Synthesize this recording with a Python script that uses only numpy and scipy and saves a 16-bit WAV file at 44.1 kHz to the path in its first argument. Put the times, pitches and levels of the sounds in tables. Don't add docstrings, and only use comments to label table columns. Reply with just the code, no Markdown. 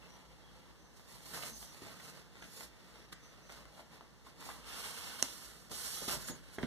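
import sys
import numpy as np
from scipy import signal
from scipy.fft import rfft, irfft, next_fast_len
from scipy.io import wavfile

SR = 44100
rng = np.random.default_rng(int(sys.argv[2]) if len(sys.argv) > 2 else 0)


def pcm_store(signal):
    levels = np.round(np.clip(np.atleast_2d(signal), -1, 1) * 32767)
    wavfile.write(sys.argv[1], SR, levels.astype(np.int16).T)


N = 294049
PADDED = next_fast_len(N + SR // 4, True)
TIME, FREQS = np.arange(N) / SR, np.fft.rfftfreq(PADDED, 1 / SR)

# pitch_hz [Hz], level_db [dB], t60_s [s]
TICK_MODES = [(920, -20.5, 0.013), (1570, -3, 0.0025), (2100, -9, .004), (3270, -8, 0.003),
              (6200, -13, .0012)]


def amp(db):
    return 10 ** (np.asarray(db) / 20)


def evened(x):
    return x / np.sqrt(np.mean(x ** 2) + 1e-20)


def read(points, hz):
    f, value = np.transpose(points)
    return np.interp(np.log(hz + 1), np.log(f + 1), value)


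def add(mix, s, sound):
    part = mix[:, max(round(s * SR), 0):][:, :sound.shape[-1]]
    part += sound[..., :part.shape[1]]


def shaped(x, gain):
    return irfft(rfft(x, PADDED) * gain, PADDED)[..., :N]


def low_cut(hz, order):
    return 1 / (1 + (hz / (FREQS + 1)) ** order)


def wander(hz):
    return evened(shaped(rng.standard_normal(N), 1 / (1 + (FREQS / hz) ** 4)))


def ports(pair):
    # pitch_hz [Hz], likeness [-1 to 1]
    likeness = [(60, 0.12), (130, 0.2), (300, 0.55), (640, 0.68), (1400, 0.5), (3000, -0.12), (14000, 0)]
    same = np.clip(read(likeness, FREQS), -1, 1)
    left = shaped(pair[1], same) + shaped(pair[0], np.sqrt(1 - same ** 2))
    return np.array([left, pair[1]])


def from_right(pair, amount):
    # pitch_hz [Hz], level_db [dB]
    shadow = [(60, -4), (250, -2), (600, 0), (1200, -3.5), (2400, -2), (4400, -4.5), (8000, -7.5),
              (14000, -6.5)]
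    return np.array([shaped(pair[0], amp(amount * read(shadow, FREQS))), pair[1]])


def ring(modes, t):
    return sum(amp(db - 60 * t / t60) * np.sin(2 * np.pi * hz * t) for hz, db, t60 in modes)


def struck_card(centre_hz, t, reach_octaves=0.43):
    # pitch_hz [Hz], level_db [dB, before the blow's weighting], t60_s [s]
    card_modes = [(120, -8, 0.16), (179, -2.5, .2), (240.5, 5, 0.097), (343, -0.5, 0.07),
                  (394, -2.5, 0.056), (616, -6, 0.064), (980, -19, 0.018), (1646, -13, 0.019),
                  (1890, -12, 0.018), (2060, -15.5, .022), (3220, -8, 0.015)]
    excited = []
    for hz, db, t60 in card_modes:
        distance = np.log2(hz / centre_hz) / reach_octaves
        excited.append((hz, db - 10 * np.log10(1 + distance ** 4), t60))
    return ring(excited, t)


def scatter(x, share, decay_s):
    t = np.arange(SR // 25) / SR
    response = rng.standard_normal((2, len(t))) * np.exp(-t / decay_s)
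    returns = signal.fftconvolve(x, response / np.linalg.norm(response[0]), axes=1)[:, :N]
    return x + share * shaped(returns, low_cut(350, 2) / (1 + (FREQS / 11000) ** 4))


def together(levels_db):
    return 10 * np.log10(sum(amp(db) ** 2 for db in levels_db) + 1e-20)


def stroke(s, rise, fall, db, hiss_db):
    bell_db = -20 / np.log(10) * ((TIME - s) / np.where(TIME < s, rise, fall)) ** 2
    return db + bell_db + np.array([[0], [hiss_db]])


def flexing(scrape_db, flex_db):
    firm_db, growth = -51.5, 0.71
    return flex_db + growth * (scrape_db - firm_db)


def friction(levels, colour, catch_db, chatter_db, trims_db, brightening, dulling=0.23):
    # pitch_hz [Hz], width_hz [Hz], lift_db [dB]
    card_body = [(145, 8, 6), (181.5, 11.4, 11), (225, 5.9, 10.5), (271.4, 17, 5.5), (468, 59, 4.5),
                 (636, 23, 2.5), (868, 53, 2.5), (1234, 35, 4.5), (1836, 19, 4)]
    flex_db, scrape_db, hiss_db = levels
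    grip = evened(amp(catch_db * wander(680) + chatter_db * wander(37)))
    contact = np.array([wander(2.49) for _ in range(4)]) ** 2
    contact /= np.linalg.norm(contact, axis=0)
    patches = sum(c * scatter(rng.standard_normal((2, N)), share=0.95, decay_s=0.009) for c in contact)
    drive = ports(grip * patches)
    lift_db = sum(db / (1 + (2 * (FREQS - hz) / width) ** 2) for hz, width, db in card_body)
    body = amp(read(colour, FREQS) + lift_db)
    above_flex, above_scrape = low_cut(600, 6), low_cut(5000, 8)
    shares = 1 - above_flex, above_flex - above_scrape, above_scrape
    flex, scrape, hiss = (evened(shaped(drive, share * body)) * amp(db + trim)
                          for share, db, trim in zip(shares, levels, trims_db))
    top = shaped(hiss, low_cut(8000, 8))
    brighter = top * (amp(brightening * (hiss_db + 64.0)) - 1)
    edge = shaped(scrape, low_cut(2500, 4))
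    duller = edge * (amp(dulling * (hiss_db - scrape_db)) - 1)
    return flex + scrape + hiss + brighter + duller


def clicking(pushes, modes):
    lag_s = 0.00023
    t = np.arange(SR // 30) / SR
    click = np.array([ring(modes, np.maximum(t - lag_s, 0)), ring(modes, t)])
    return signal.oaconvolve(pushes[None], click, axes=1)[:, :N]


def crackle(level_db, modes, per_s, spread_db):
    sizes_db = level_db + spread_db * np.minimum(rng.exponential(1, N), 3)
    pushes = amp(sizes_db) * rng.choice([-1., 1.], N)
    return clicking(pushes * (rng.random(N) < per_s / SR), modes)


def pocket(level_db, width_hz):
    # time_s [s], pitch_hz [Hz]
    air_path = [(1.4, 1049), (2.5, 1448), (3.5, 1198), (3.8, 882), (4.0, 930), (4.27, 1084), (4.5, 1110),
                (4.6, 1200), (4.9, 1540), (5.2, 1500), (5.38, 1398), (5.6, 1268), (5.74, 1330), (5.9, 1540),
                (6.15, 1473)]
    turns = np.cumsum(np.interp(TIME, *np.transpose(air_path))) / SR
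    drift = np.array([wander(width_hz), wander(width_hz)])
    return ports(evened(drift * np.sin(2 * np.pi * turns)) * amp(level_db))


def background(air_db=-60.5, whine_hz=1800, whine_db=-82):
    # pitch_hz [Hz], density_db [relative dB per Hz]
    air_colour = [(25, -17), (40, -1), (56, 16.5), (80, -6), (150, 3.5), (220, -2.5), (320, -4),
                  (500, -9.5), (1000, -12.5), (1800, -17), (3000, -20.5), (5500, -17.5), (8000, -23.5),
                  (14000, -29.5)]
    air = evened(shaped(ports(rng.standard_normal((2, N))), amp(read(air_colour, FREQS))))
    whine = evened(shaped(rng.standard_normal((2, N)), 1 / (1 + ((FREQS - whine_hz) / 45) ** 2)))
    return amp(air_db) * air + amp(whine_db) * whine


def squeaks(width_share=0.025, trim_db=-1):
    # [dB, before trim and swell]
    whistles = [(.0, 0.098, 2690, 0, -66.5), (0.059, 0.14, 5850, 100, -66), (0.384, 0.19, 3300, 0, -70.5),
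                (0.765, 0.17, 6050, -100, -71), (1.459, .12, 222.8, 0, -57), (1.492, 0.11, 6230, -60, -54),
                (1.59, .17, 5980, -300, -62), (2.393, 0.11, 6170, -120, -64.5), (2.898, 0.2, 5640, 0, -72),
                (3.173, 0.19, 6020, -80, -67), (3.38, .2, 5990, -100, -69), (4.262, 0.0277, 1089, 0, -58.5),
                (6.215, 0.16, 6720, -180, -53)]
    out = np.zeros((2, N))
    for s, length, hz, glide, db in whistles:
        t = np.arange(round(length * SR)) / SR
        turns = np.cumsum(hz + glide * (t / length - .5)) / SR
        low_pass = signal.butter(2, width_share * hz, fs=SR)
        fuzz = signal.lfilter(*low_pass, rng.standard_normal((2, SR)))[:, -len(t):]
        whistle = evened(fuzz * np.sin(2 * np.pi * turns))
        add(out, s, amp(db + trim_db) * whistle * np.sin(np.pi * t / length))
    return out


def jacket(pocket_db=-10, pocket_width_hz=260, crackle_db=-1):
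    # pitch_hz [Hz], density_db [relative dB per Hz]
    wrap_colour = [(50, -13), (100, 6.5), (140, 8.5), (220, 3.5), (350, 1.5), (650, -1), (1200, -2),
                   (1900, 1.5), (2800, 2.5), (4400, 0), (5600, -7.5), (7200, -11), (11000, -11.5),
                   (14000, -15)]
    # fastest_s [s], rise_s [s], fall_s [s], scrape_db [dB], hiss_db [dB above scrape]
    strokes = [(0.12, 0.16, 0.14, -61, -8.5), (1.0, 0.066, 0.056, -69.5, 4.5),
               (1.135, 0.064, 0.1, -58.5, 0.5), (1.29, 0.066, 0.052, -57, 2),
               (1.35, 0.046, 0.1, -50.5, -0.5), (1.46, 0.052, 0.065, -53, 3),
               (1.615, 0.08, 0.047, -61.5, 9.5), (1.7, 0.067, 0.18, -61.5, 1.5),
               (1.87, 0.093, 0.23, -57, -5), (2.065, 0.093, 0.064, -57, 0), (2.17, 0.043, 0.078, -59.5, -4),
               (2.44, 0.13, 0.056, -60.5, -5.5), (2.63, 0.15, 0.052, -57.5, 3),
               (2.78, 0.08, 0.13, -66, -10), (2.96, 0.18, 0.081, -64, -5), (3.128, 0.008, 0.0086, -51, -4),
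               (3.25, 0.065, 0.39, -64, -7), (3.52, 0.04, 0.14, -59.5, -3.5),
               (3.78, 0.065, 0.054, -59, -4.5), (3.95, 0.047, 0.033, -61, -6),
               (4.28, 0.036, 0.045, -64, -2), (4.485, 0.086, 0.11, -52.5, -2)]
    hold_db, hold_hiss_db, fidget_db, fidget_hz = -68, -9, 2, 3.7
    hold = hold_db + fidget_db * wander(fidget_hz) + np.array([[0], [hold_hiss_db]])
    scrape_db, hiss_db = together([hold] + [stroke(*row) for row in strokes])
    levels = flexing(scrape_db, flex_db=-55.5), scrape_db, hiss_db
    rub = friction(levels, wrap_colour, catch_db=0.45, chatter_db=1.28, trims_db=(.5, -2, 2), brightening=0.27)
    creases = crackle(scrape_db + crackle_db, TICK_MODES, per_s=110, spread_db=5.0)
    return from_right(rub + creases + pocket(scrape_db + pocket_db, pocket_width_hz), amount=0.83)


def ticks():
    # [dB, before the ringing]
    clicks = [(.9958, -43), (1.2065, -43), (1.3462, -37), (1.3645, -38), (1.3935, -40), (1.4355, -32),
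              (1.4372, -35), (1.6283, -37), (1.7467, -41), (1.8505, -41), (1.8853, -42), (1.9994, -42),
              (2.3556, -42), (2.3701, -43), (2.4233, -36), (2.4262, -39), (2.441, -42), (2.6077, -35.5),
              (2.6108, -40), (2.9582, -40), (3.4955, -38), (3.5007, -36.5), (3.5224, -41), (3.549, -42),
              (3.6545, -41.5), (3.7928, -42), (3.7962, -42), (4.0092, -47), (4.2645, -47), (4.4253, -40),
              (4.4904, -40), (4.4985, -39), (6.0835, -37), (6.1178, -33), (6.134, -31), (6.1595, -36)]
    pushes = np.zeros((1, N))
    for s, db in clicks:
        add(pushes, s, amp([db]))
    return from_right(clicking(pushes[0], TICK_MODES), amount=0.73)


def room(x):
    # pitch_hz [Hz], t60_s [s]
    reverb_times = [(150, 0.54), (1000, 0.31), (5000, 0.38), (14000, 0.041)]
    echoes = rng.choice([-1., 1.], (2, SR // 2)) * (rng.random((2, SR // 2)) < 3000 / SR)
    echoes[:, :SR // 200] = 0
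    hz, t, z = signal.stft(echoes, SR, nperseg=256)
    decay = amp(-60 * t / read(reverb_times, hz)[:, None])
    tail = signal.istft(z * decay, SR, nperseg=256)[1]
    return ports(signal.fftconvolve(x[1:], tail / np.linalg.norm(tail[0]), axes=1)[:, :N])


def taps(width_octaves=0.6, treble_db=-4, scuff_db=-5, ring_db=-4, damping_s=0.0068):
    # [s, of the scuff]
    touches = [(1.333, -43, 1230, -15, 0.0075), (1.344, -39, 1190, 0, 0.012),
               (1.374, -39.5, 900, -12, 0.0064), (1.424, -37, 2600, -15, 0.0091),
               (1.434, -38, 1200, -8, 0.004), (1.626, -40, 1170, -6, 0.0026), (1.82, -41, 360, -18, 0.006),
               (1.868, -43.5, 610, -8, 0.0053), (1.998, -46.5, 1730, -19, 0.0073),
               (2.424, -44, 1500, -17, 0.005), (2.608, -44, 1600, -21, 0.0067),
               (3.126, -39, 2000, -4, 0.0031), (3.129, -37, 1300, 2, 0.0025),
               (3.495, -43, 1210, -19, 0.0045), (3.521, -41.5, 1070, 1, 0.005),
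               (3.654, -41, 754, -30, 0.003), (3.778, -48.5, 886, -30, .005),
               (3.793, -46, 780, -30, 0.0082), (4.009, -44, 860, -30, 0.0049),
               (4.265, -47, 1080, -9, 0.007), (4.413, -45, 1330, -20, .005),
               (4.423, -44.5, 1100, -30, 0.0072), (4.465, -47.5, 800, -25, 0.0055),
               (4.489, -38.5, 800, -20, 0.008), (4.501, -39.5, 1050, -24, 0.0079),
               (5.713, -39.5, 970, 7, 0.0081), (6.021, -39, 450, -15, .01), (6.08, -35, 345, -3, 0.009),
               (6.104, -40, 750, -10, .008), (6.133, -31, 800, -5, 0.0044), (6.166, -40.5, 140, -30, 0.021),
               (6.285, -36.5, 1410, -20, 0.0062), (6.298, -34.5, 242, -17, 0.0083),
               (6.6275, -39, 3400, -20, .005), (6.636, -36, 1700, -20, .004)]
    scuffs, rings = np.zeros((2, N)), np.zeros((2, N))
    t = np.arange(4096) / SR
    hz = np.fft.rfftfreq(len(t), 1 / SR) + 1
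    for s, db, centre, bright, decay in touches:
        body = 1 / (1 + (np.log2(hz / centre) / width_octaves) ** 2)
        treble = amp(bright + treble_db) / (1 + (3500 / hz) ** 4) / (1 + (hz / 8000) ** 2)
        scuff = evened(irfft(rfft(rng.standard_normal((2, len(t)))) * (body + treble)))
        envelope = np.exp(-t / decay) * (1 - np.exp(-t / 0.00044))
        add(scuffs, s, amp(db + scuff_db) * scuff * envelope)
        add(rings, s, amp(db + ring_db) * struck_card(centre, t) * np.exp(-t / damping_s))
    return from_right(ports(scuffs) + rings, amount=0.43)


def pull(curve):
    # time_s [s], hiss_db [dB above scrape]
    paper_hiss = [(4.6, -9), (4.85, -0.5), (5.17, -3), (5.3, 1.5), (5.6, 1.5), (5.9, 5.5), (6.13, 2.5),
                  (6.26, 1), (6.42, -5), (6.667, -4)]
    scrape_db = np.interp(TIME, *np.transpose(curve), -120, -120)
    return np.array([scrape_db, scrape_db + np.interp(TIME, *np.transpose(paper_hiss))])


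def bump(s, db, rise_s=.01, fall_s=0.021):
    return db - 20 / np.log(10) * np.maximum((s - TIME) / rise_s, (TIME - s) / fall_s)


def sleeve(pocket_db=-11, pocket_width_hz=130, grain_db=3.5):
    # pitch_hz [Hz], density_db [relative dB per Hz]
    paper_colour = [(50, 3.5), (150, -5.5), (260, -6), (400, -9.5), (750, -5), (1050, 1.5), (1500, 2),
                    (2300, 1.5), (3200, 4.5), (4400, 0.5), (6200, -6), (7500, -7), (11000, -8),
                    (14000, -13)]
    # pitch_hz [Hz], level_db [dB], t60_s [s]
    fibre_modes = [(1900, -6, 0.0032), (3600, -2, 0.0016), (6000, -5, .0012)]
    # [dB, before trims]
    first_pull = [(4.58, -68), (4.69, -50.5), (4.79, -49.5), (4.86, -50), (5.0, -51), (5.19, -52),
                  (5.25, -51), (5.33, -57), (5.46, -57.5), (5.52, -63), (5.69, -69)]
    second_pull = [(5.695, -65), (5.73, -55), (5.82, -50.5), (5.91, -51.5), (6.065, -51.5), (6.13, -43),
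                   (6.19, -55), (6.26, -57), (6.42, -66), (6.667, -60.5)]
    # fastest_s [s], rise_s [s], fall_s [s], scrape_db [dB], hiss_db [dB above scrape]
    catches = [(4.85, .025, 0.037, -48.5, -10), (5.718, .008, 0.01, -56, 3), (6.1, 0.023, 0.031, -46, -6),
               (6.225, .015, 0.02, -56, 3.5), (6.282, 0.0087, 0.026, -51.5, 5.5),
               (6.55, 0.024, 0.017, -64.5, 4)]
    # [dB, before trims]
    rim_bumps = [(5.715, -48), (6.025, -48), (6.081, -50), (6.135, -45), (6.3, -42), (6.6, -46),
                 (6.635, -43)]
    pulls = [pull(first_pull), pull(second_pull)]
    scrape_db, hiss_db = together(pulls + [stroke(*row) for row in catches])
    flex_db = together([flexing(scrape_db, flex_db=-59)] + [bump(*row) for row in rim_bumps])
    rub = friction((flex_db, scrape_db, hiss_db), paper_colour,
                   catch_db=0.5, chatter_db=1.0, trims_db=(1.5, -.5, 4), brightening=0.12)
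    grain = crackle(scrape_db + grain_db, fibre_modes, per_s=230, spread_db=3.8)
    return from_right(rub + grain + pocket(scrape_db + pocket_db, pocket_width_hz), amount=0.97)


def snap(start_s=5.2262, level_db=-4, shudder_lag_s=.001, left_db=-15, lowest_hz=170):
    # pitch_hz [Hz], level_db [dB, before the snap's level], t60_s [s]
    edge_modes = [(1110, -20.5, 0.0072), (2094, -16.5, .007), (2970, -7, 0.0029), (3480, -14, .004),
                  (4300, -8.5, .0035), (6200, 4.5, 0.0018), (7080, 8, 0.0011), (8091, -14, .003),
                  (9800, -4.5, 0.0028), (12600, -5, .001)]
    # pitch_hz [Hz], level_db [dB, before the snap's level], t60_s [s]
    shudder_modes = [(268, -37.5, 0.09), (347, -31.5, 0.028), (470, -36, .012), (636, -30, 0.009)]
    out, t = np.zeros((2, N)), np.arange(SR // 8) / SR
    onset = 1 - np.exp(-t / 0.00021)
    add(out, start_s, amp(level_db) * ring(edge_modes, t) * onset)
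    add(out, start_s + shudder_lag_s, amp(level_db) * ring(shudder_modes, t))
    out[0] = shaped(out[0], amp(left_db * low_cut(2000, 2)))
    return signal.lfilter(*signal.butter(2, lowest_hz, "high", fs=SR), out)


def knocks(rattle_db=-22, rattle_s=0.031, left_db=-4):
    blows = [(6.5838, -32.5, 450), (6.5857, -26, 1730), (6.588, -35, 600), (6.631, -25, 1690),
             (6.6337, -29.5, 234)]
    out, t = np.zeros((2, N)), np.arange(SR // 4) / SR
    for s, db, centre in blows:
        low_pass = signal.butter(2, centre, fs=SR)
        rattle = evened(signal.lfilter(*low_pass, rng.standard_normal((2, len(t)))))
        add(out, s, amp(db) * (struck_card(centre, t) + amp(rattle_db) * rattle * np.exp(-t / rattle_s)))
    return out * amp([[left_db], [0]])


def scene():
    fingers, bumps = taps() + ticks(), knocks()
    crack = scatter(snap(), share=0.37, decay_s=0.0025)
    beam_db, beam_hz, beam_width_hz = -7, 6200, 900
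    spilled = shaped(crack, amp(beam_db / (1 + ((FREQS - beam_hz) / beam_width_hz) ** 2)))
    echoes = room(amp(-8.0) * fingers + amp(-12.5) * bumps + amp(-15.5) * spilled)
    handling = jacket() + sleeve() + fingers + bumps + crack
    return handling + echoes + squeaks() + from_right(background(), amount=0.068)


def record(dry):
    # pitch_hz [Hz], level_db [dB]
    crossfeed = [(60, -5), (600, -5.5), (1200, -3), (2450, -.4), (3700, -3.5), (5000, -4), (7500, -9),
                 (14000, -9)]
    delay_s, feedback, bass_cut_hz, top_hz = .000407, 0.33, 44, 14350
    cross = amp(read(crossfeed, FREQS)) * np.exp(-2j * np.pi * FREQS * delay_s)
    loop = feedback * cross
    mid = shaped(dry[0] + dry[1], (1 - cross) / (1 - loop))
    side = shaped(dry[0] - dry[1], (1 + cross) / (1 + loop))
    wide = np.array([mid + side, mid - side]) / 2
    cut = signal.sosfilt(signal.butter(4, bass_cut_hz, "high", fs=SR, output="sos"), wide)
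    band_limit = signal.firwin(511, top_hz, window=("kaiser", 9), fs=SR)
    return signal.oaconvolve(cut, band_limit[None], "same")


dry = scene()
out = record(dry)
pcm_store(out)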